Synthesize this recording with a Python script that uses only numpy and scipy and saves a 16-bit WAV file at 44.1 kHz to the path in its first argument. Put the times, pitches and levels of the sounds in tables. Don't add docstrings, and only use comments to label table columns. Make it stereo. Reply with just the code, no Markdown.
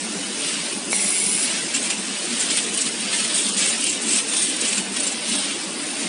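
import sys
import numpy as np
from scipy import signal
from scipy.fft import rfft, irfft, next_fast_len
from scipy.io import wavfile
from scipy.ndimage import uniform_filter1d, map_coordinates

SR = 44100
rng = np.random.default_rng(int(sys.argv[2]) if len(sys.argv) > 2 else 0)


def attenuation_scalar(level_db):
    decades = np.asarray(level_db, float) / 20
    return 10 ** decades


def pcm_store(signal):
    levels = np.round(np.clip(np.atleast_2d(signal), -1, 1) * 32767)
    wavfile.write(sys.argv[1], SR, levels.astype(np.int16).T)


N = 268128


def unit(x):
    return x / np.sqrt(np.mean(x ** 2) + 1e-20)


def along(points, hz):
    f, v = np.transpose(points)
    return np.interp(np.log(hz + 1), np.log(f + 1), v)


def curves(rows):
    s, *cols = np.transpose(rows)
    return [np.interp(np.arange(N) / SR, s, c) for c in cols]


def wobble(rate):
    knots = rng.standard_normal(int(N * rate / SR) + 4)
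    return map_coordinates(knots, [np.arange(N) * rate / SR])


def held(start, end, rise_db, fall_db):
    t = np.arange(N) / SR
    return -rise_db * np.maximum(start - t, 0) - fall_db * np.maximum(t - end, 0)


def filtered(x, response):
    m = next_fast_len(N + SR // 2)
    return irfft(rfft(x, m) * response(np.fft.rfftfreq(m, 1 / SR)), m)[..., :N]


def peaks(modes, hz):
    return sum(attenuation_scalar(2 * db) / (1 + (2 * (hz - c) / w) ** 2) for c, w, db in modes)


def rush(response, patchy_db, gritty_db):
    grains = rng.standard_normal(N) * attenuation_scalar(gritty_db * wobble(500))
    z = signal.stft(grains, nperseg=512)[2]
    field = uniform_filter1d(uniform_filter1d(rng.standard_normal(z.shape), 5, 0), 8, 1)
    patchy = signal.istft(z * attenuation_scalar(patchy_db * unit(field)), nperseg=512)[1][:N]
    return unit(filtered(patchy, response))


def favour(x, s, centre_hz, width_hz, db):
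    hz, t, z = signal.stft(x, SR, nperseg=512)
    offset = hz[:, None] - np.interp(t, s, centre_hz)
    rise = attenuation_scalar(2 * np.interp(t, s, db)) / (1 + (2 * offset / width_hz) ** 2)
    gain = np.sqrt(1 + rise)
    gain = gain * np.linalg.norm(z, axis=0) / (np.linalg.norm(z * gain, axis=0) + 1e-12)
    return signal.istft(z * gain, nperseg=512)[1][:N]


# frequency in Hz, density in dB per Hz.
FAN_AIR = [(25, -16), (75, -15), (124, -11.5), (182, -3.5), (218, -3.5), (400, -5), (650, -10), (1230, -14),
           (2850, -11.5), (6430, -14), (8960, -21), (9900, -14.5), (10400, -29), (11090, -32),
           (11200, -120)]
# frequency in Hz, width in Hz, rise over the air in dB.
FAN_TONES = [(200, 5, 9.5), (231, 14, 4), (286, 14, 5), (330, 30, 0), (600, 10, 3), (2655, 40, 3),
             (2960, 30, 4), (5000, 16, 5)]


def fans():
    colour = lambda hz: attenuation_scalar(along(FAN_AIR, hz)) * np.sqrt(1 + peaks(FAN_TONES, hz))
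    air = rush(colour, patchy_db=1.27, gritty_db=0.24)
    rumble = filtered(air, lambda hz: 1 / (1 + (hz / 330) ** 4))
    lumps = attenuation_scalar(1.6 * wobble(16) - .3)
    return attenuation_scalar(-29.5) * attenuation_scalar(0.44 * wobble(9.8)) * (air + (lumps - 1) * rumble)


# frequency in Hz, density in dB per Hz.
HISS_COLOUR = [(2650, -17.5), (4500, -8.5), (6110, -3.5), (7360, -2.5), (9280, 0.5), (10300, -10),
               (11080, -30), (11180, -68), (22000, -120)]
# frequency in Hz, density in dB per Hz.
RASP_COLOUR = [(250, -14), (600, -17.5), (1200, -11.5), (1900, -5), (2700, -1), (3500, -3), (5500, -4),
               (7000, -33)]
# time in seconds, pressure in dB, coarseness in dB.
LIGHT_CONTACT = [(0, -34, -9), (.3, -33.5, -4.5), (.47, -28.5, -1.5), (.64, -32.5, 1), (.72, -32.5, -4),
                 (.89, -34.5, -23), (1.3, -42, 5), (1.5, -31, -2), (1.9, -31, -5), (2.1, -32.5, -2),
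                 (2.92, -31.5, -5), (3.1, -31.5, 2), (3.5, -30, -1), (4.0, -41, 5.5), (4.9, -37.5, 0.5),
                 (5.5, -31, 0.5), (5.7, -36, -7.5), (5.95, -31.5, -2.5), (6.08, -31.5, -3)]
# start in seconds, hold in seconds, pressure in dB, coarseness in dB,
# easing off in dB per second.
HAND_PUSHES = [(1.425, 0.091, -34.5, -2.5, 80), (2.324, 0.046, -30.5, -2, 80),
               (2.415, 0.16, -28.5, -1.5, 80), (2.783, 0.025, -31, 0, 84), (3.147, 0.055, -27, -3.5, 63),
               (3.358, 0.051, -23.5, -6, 76), (3.6, 0.086, -23.5, -5, 90), (3.802, 0.14, -27.5, -5.5, 300),
               (4.02, .02, -30.5, -7, 80), (4.093, 0.1, -22.5, -8, 220), (4.325, 0.13, -24.5, -5.5, 76),
               (4.606, 0.19, -27.5, -3, 200), (4.948, 0.13, -31.5, -4, 83), (5.293, 0.061, -27.5, -2.5, 76)]
# time in seconds, high ring in Hz, low ring in Hz,
# low ring in dB.
TOOL_ANGLE = [(0, 9000, 3100, -13), (.8, 9200, 2800, -3), (1.9, 8800, 2900, -10), (2.6, 8700, 3370, 1),
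              (3.14, 8830, 2840, -9), (3.4, 8600, 3660, 10), (3.68, 8100, 2920, -13), (3.8, 9400, 2990, -3),
              (3.87, 8100, 3000, 20), (3.96, 7960, 2570, -4), (4.15, 8250, 2820, -16),
              (4.38, 9200, 3600, 5), (4.7, 8500, 2900, 0), (5.2, 9000, 2850, -15), (5.32, 9250, 3700, 11),
              (5.6, 8600, 3000, 1), (6.08, 9300, 2900, -16)]
PRESS_DB_PER_S = 244


def abrasive():
    rest_db, coarse_db = curves(LIGHT_CONTACT)
    hiss_power, rasp_power = attenuation_scalar(2 * rest_db), attenuation_scalar(2 * (rest_db + coarse_db))
    for s, hold, db, coarse, lift in HAND_PUSHES:
        push = attenuation_scalar(2 * (db + held(s, s + hold, PRESS_DB_PER_S, lift)))
        hiss_power = hiss_power + push
        rasp_power = rasp_power + push * attenuation_scalar(2 * coarse)
    chatter_db = .5 * wobble(22.25)
    high = rush(lambda hz: attenuation_scalar(along(HISS_COLOUR, hz)), patchy_db=2.0, gritty_db=1.5)
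    low = rush(lambda hz: attenuation_scalar(along(RASP_COLOUR, hz)), patchy_db=1.7, gritty_db=1.3)
    s, high_hz, low_hz, ring_db = np.transpose(TOOL_ANGLE)
    high = favour(high, s, high_hz, width_hz=1900, db=5.5 + 0 * s)
    low = favour(low, s, low_hz, width_hz=550, db=ring_db)
    hiss = attenuation_scalar(1.5) * np.sqrt(hiss_power) * high
    rasp = attenuation_scalar(1.0) * np.sqrt(rasp_power) * low
    return attenuation_scalar(chatter_db) * (hiss + rasp)


# time in seconds, length in ms, level in dB, high ring in Hz, low ring in Hz.
GRIT_DIGS = [(0.486, 22, -25, 7950, 3600), (1.747, 14, -21, 7100, 2750), (1.757, 41, -21, 7550, 3100),
             (1.853, 48, -24.5, 9400, 2500), (1.906, 16.5, -19, 7200, 2700), (1.926, 42, -26.5, 8500, 2620),
             (2.509, 26, -22, 7460, 3300), (2.578, 31, -21, 9100, 3370), (2.868, 30, -23.5, 9100, 3000),
             (3.005, 22, -29, 9400, 2790), (3.134, 12, -22, 8800, 2720), (3.202, 14, -20, 8300, 2620),
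             (3.249, 19, -22.5, 7840, 3430), (3.382, 74, -31, 8400, 3300), (3.581, 15, -20, 7440, 3480),
             (3.868, 16, -20, 9100, 2900), (3.929, 8, -22, 7900, 2700), (4.124, 77, -28, 7900, 3260),
             (4.336, 8.9, -23, 9350, 3230), (4.655, 18, -20.5, 9050, 4100), (4.73, 10, -18.5, 8200, 2760),
             (4.779, 20, -21.5, 7300, 2750), (4.969, 11, -20, 9100, 3100)]
# time in seconds, length in ms, level in dB,
# high ring in Hz.
EDGE_SKIMS = [(2.256, 10, -25, 8850), (2.406, 28, -21, 7350), (2.745, 29, -22, 10000),
              (2.779, 16, -18.5, 9000), (2.815, 19, -17, 7700), (2.43, 20, -24, 8800),
              (3.492, 15, -20, 9400), (3.681, 33, -26, 7850), (3.615, 13, -28, 9400),
              (3.703, 14, -23, 7400), (3.735, 14, -26, 9400), (3.81, 18, -23, 8200), (3.842, 13, -20, 9400),
              (3.898, 12, -20.5, 7340), (4.023, 18, -26, 9200), (4.088, 14, -23, 8300),
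              (4.177, 18, -22, 9100), (4.37, 18, -18.5, 9200), (4.29, 28, -24, 8850),
              (4.396, 21, -20, 9100), (4.428, 16, -18.5, 9000), (4.49, 25, -30, 8500),
              (4.531, 54, -36, 8500), (4.35, 23, -27, 9200), (2.235, 20, -30, 8800), (4.567, 12, -22, 9380),
              (4.614, 11, -18, 7750), (4.685, 21, -20, 7600), (4.93, 40, -28.5, 8800),
              (5.005, 12, -19.5, 7960), (5.037, 18, -20, 9300), (5.074, 23, -19.5, 7400),
              (5.123, 25, -24, 7620), (5.297, 15, -22, 9700), (5.354, 14, -23, 9400),
              (5.39, 18, -23.5, 8900)]
# time in seconds, length in ms,
# level in dB, ring in Hz.
PLATE_GROANS = [(0.42, 82, -32, 3100), (0.55, 50, -35, 2850), (3.63, 58, -26, 3700), (3.831, 40, -26, 2900),
                (3.86, 65, -26.5, 2800), (2.575, 49, -29, 3100), (2.42, 40, -29, 3000),
                (4.13, 97, -27.5, 2680), (3.661, 90, -32, 5540), (4.39, 70, -33, 4200),
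                (4.529, 110, -29.5, 3600), (5.33, 82, -31.5, 3600), (5.42, 81, -31, 3700),
                (5.52, 70, -37, 4000)]
DIG_RASP_DB, SKIM_RASP_DB, SKIM_LOW_HZ = -3, -24, 3100
GROAN_OVER_DB = 20


def catches():
    out, size = np.zeros(N + SR), 8192
    t, hz = (np.arange(size) - size // 2) / SR, np.fft.rfftfreq(size, 1 / SR)
    bites = [(*dig, DIG_RASP_DB) for dig in GRIT_DIGS]
    bites += [(*skim, SKIM_LOW_HZ, SKIM_RASP_DB) for skim in EDGE_SKIMS]
    bites += [(s, ms, db - GROAN_OVER_DB, 8000, ring_hz, GROAN_OVER_DB) for s, ms, db, ring_hz in PLATE_GROANS]
    for s, ms, hiss_db, hiss_hz, rasp_hz, under_db in bites:
        swell = np.exp(np.where(t < 0, 1, .4) * -(t / (ms * 0.00043)) ** 2)
        rings = [(hiss_db, hiss_hz, HISS_COLOUR, 350, 9),
                 (hiss_db + under_db, rasp_hz, RASP_COLOUR, 450, 6)]
        for db, ring_hz, colour, width_hz, rise_db in rings:
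            gain = attenuation_scalar(along(colour, hz)) * np.sqrt(1 + peaks([(ring_hz, width_hz, rise_db)], hz))
            flutter_db = 0.42 * np.repeat(rng.standard_normal(size // 64), 64)
            grit = rng.standard_normal(size) * attenuation_scalar(flutter_db)
            burst = swell * unit(irfft(rfft(grit) * gain))
            out[round(s * SR) - size // 2:][:size] += attenuation_scalar(db - 2.0) * burst
    return out[:N]


# frequency in Hz, width in Hz, level in dB.
NOZZLE_MODES = [(7440, 190, -7), (7650, 150, -5.5), (8200, 300, -10), (8650, 200, -8), (8900, 200, -8),
                (9550, 260, 2), (10150, 380, -4), (10980, 400, -11)]
# frequency in Hz, width in Hz, level in dB.
HOSE_MODES = [(2680, 140, -4), (3350, 130, -4), (4220, 220, -2), (5030, 150, 1), (5660, 150, 3),
              (7550, 300, 3)]
HOSE_FILL_S, VALVE_OPEN_S, SNAP_S, VALVE_SHUT_S, HOSE_EMPTY_S = .914, .92, .9301, 1.455, 1.58
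OPEN_DB_PER_S, SHUT_DB_PER_S, EMPTY_DB_PER_S = 550, 330, 150
WHISTLE_DB, PIPE_DB = -27.5, -34.5
SURGE_DB, SURGE_S = 2.5, 0.08
DUCK_DB, DUCK_S = -3, .01
THROAT_HZ, THROAT_WIDTH_HZ, THROAT_DB, THROAT_FADE_DB_PER_S = 2190, 360, -34, 13


def gas():
    t = np.arange(N) / SR
    since = t - SNAP_S
    duck_db = DUCK_DB * (since > 0) * np.exp(-np.abs(since) / DUCK_S)
    whistle_db = WHISTLE_DB + duck_db + held(VALVE_OPEN_S, VALVE_SHUT_S, OPEN_DB_PER_S, SHUT_DB_PER_S)
    surge_db = SURGE_DB * np.exp(-np.abs(t - VALVE_OPEN_S) / SURGE_S)
    flow_db = held(HOSE_FILL_S, HOSE_EMPTY_S, 2 * OPEN_DB_PER_S, EMPTY_DB_PER_S)

    def nozzle_colour(hz):
        return np.sqrt(peaks(NOZZLE_MODES, hz)) * (.08 + 1 / (1 + (hz / 10480) ** 80))

    def hose_colour(hz):
        return np.sqrt(.35 * (hz < 7000) + peaks(HOSE_MODES, hz)) / (1 + (2000 / (hz + 1)) ** 16)

    nozzle = rush(nozzle_colour, patchy_db=1.5, gritty_db=1.3)
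    hose = rush(hose_colour, patchy_db=1.6, gritty_db=1)
    throat_mode = [(THROAT_HZ, THROAT_WIDTH_HZ, 0)]
    throat = unit(filtered(rng.standard_normal(N), lambda hz: peaks(throat_mode, hz)))
    throat_db = THROAT_DB + flow_db - THROAT_FADE_DB_PER_S * np.abs(since) - 9 * (since < 0) + .5 * wobble(25)
    nozzle = attenuation_scalar(5.0 + 0.3 * wobble(30.1)) * attenuation_scalar(whistle_db) * nozzle
    hose = attenuation_scalar(5.0 + PIPE_DB + duck_db + surge_db + flow_db) * hose
    return nozzle + hose + attenuation_scalar(throat_db) * throat


# frequency in Hz, level in dB, 60 dB decay time in seconds.
RELAY_MODES = [(300, -19, .009), (700, -18, .007), (1000, -16, .006), (1450, -16, .005), (2250, -6.5, .011),
               (3100, -16, .004), (4100, -11, .005), (5600, -10, .005)]
SNAP_DB = -1.5


def relay():
    t = np.maximum(np.arange(N) / SR - SNAP_S, 0)
    ring = -sum(attenuation_scalar(SNAP_DB + db - 60 * t / t60) * np.sin(2 * np.pi * hz * t) for hz, db, t60 in RELAY_MODES)
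    return filtered(ring, lambda hz: (1j * hz / (160 + 1j * hz)) ** 2)


def scene():
    return np.tile(fans() + abrasive() + catches() + gas() + relay(), (2, 1))


def denoiser(x, depth):
    z = signal.stft(x, nperseg=2048, noverlap=1536)[2]
    power = np.abs(z) ** 2 + 1e-16
    cell = uniform_filter1d(uniform_filter1d(power, 2, 0), 4, 1)
    around = uniform_filter1d(uniform_filter1d(power, 25, 0), 6, 1)
    y = signal.istft(z * np.abs(cell / around) ** depth, nperseg=2048, noverlap=1536)[1][:N]
    return unit(y) * np.std(x)


# time in seconds, length in ms, centre in Hz, width in Hz,
# depth in dB.
SUPPRESSED = [
    (.885, 30, 4000, 500, -10),
    (1.29, 90, 1800, 200, -10),
    (3.525, 40, 2150, 800, -18),
    (3.845, 20, 3600, 300, -12),
    (3.88, 130, 1600, 1100, -6),
    (4.47, 100, 1150, 500, -5),
    (4.87, 110, 5000, 5000, -2),
    (5.2, 70, 7000, 1800, -4),
    (5.385, 30, 6500, 1400, -7),
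    (5.78, 120, 6400, 1400, -4),
]


def hollows(x):
    hz, t, z = signal.stft(x, SR, nperseg=1024, noverlap=768)
    db = 0
    for s, ms, centre_hz, width_hz, depth_db in SUPPRESSED:
        in_pitch = ((hz[:, None] - centre_hz) / (.6 * width_hz)) ** 4
        in_time = ((t - s) / (ms * .0006)) ** 2
        db = db + depth_db * np.exp(-in_pitch - in_time)
    return signal.istft(z * attenuation_scalar(db), nperseg=1024, noverlap=768)[1][:N]


def top_gate(x, from_hz, floor_db):
    hz, t, z = signal.stft(x, SR, nperseg=2048)
    level = np.abs(uniform_filter1d(uniform_filter1d(np.abs(z) ** 2, 12, 0), 2, 1))
    faint = (level < attenuation_scalar(2 * floor_db)) & (hz[:, None] > from_hz)
    shut = np.maximum.accumulate(faint, axis=0)
    return signal.istft(z * ~shut, nperseg=2048)[1][:N]


# frequency in Hz, share of time unlike (0 to 1).
UNLIKE_SHARE = [(4000, 0), (4700, .06), (5700, .18), (7000, .28), (8600, .38), (9500, .3), (10000, .05),
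                (10400, 0)]
FRAME_LEAD = 114


def widening(x):
    hz, t, z = signal.stft(np.pad(x, (FRAME_LEAD, 0)), SR, nperseg=2048)
    band = (np.log(hz + 1) * 9).astype(int)
    luck = rng.standard_normal((band[-1] + 1, len(t)))
    luck = luck + np.roll(luck, 1, 0) + uniform_filter1d(luck[0], 2)
    rank = 1 / (1 + np.exp(-1.07 * luck[band]))
    wide = rank < along(UNLIKE_SHARE, hz)[:, None]
    level = np.sqrt(np.abs(uniform_filter1d(np.abs(z) ** 2, 25, 0)))
    phase = np.exp(2j * np.pi * rng.random(z.shape))
    return signal.istft(attenuation_scalar(-1.5) * wide * level * phase, SR, nperseg=2048)[1][FRAME_LEAD:][:N]


def band_limit(x):
    return signal.sosfilt(signal.butter(12, 11260, fs=SR, output="sos"), x)


def record(dry):
    mid = filtered(dry[0], lambda hz: (1j * hz / (90 + 1j * hz)) ** 2)
    mid = mid / (1 + np.abs(mid / .53) ** 6) ** (1 / 6)
    mid = hollows(denoiser(mid, depth=0.26))
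    mid = top_gate(mid, from_hz=10400, floor_db=-74.5)
    side = widening(mid)
    return band_limit(np.stack([mid + side, mid - side]))


dry = scene()
out = record(dry)
pcm_store(out)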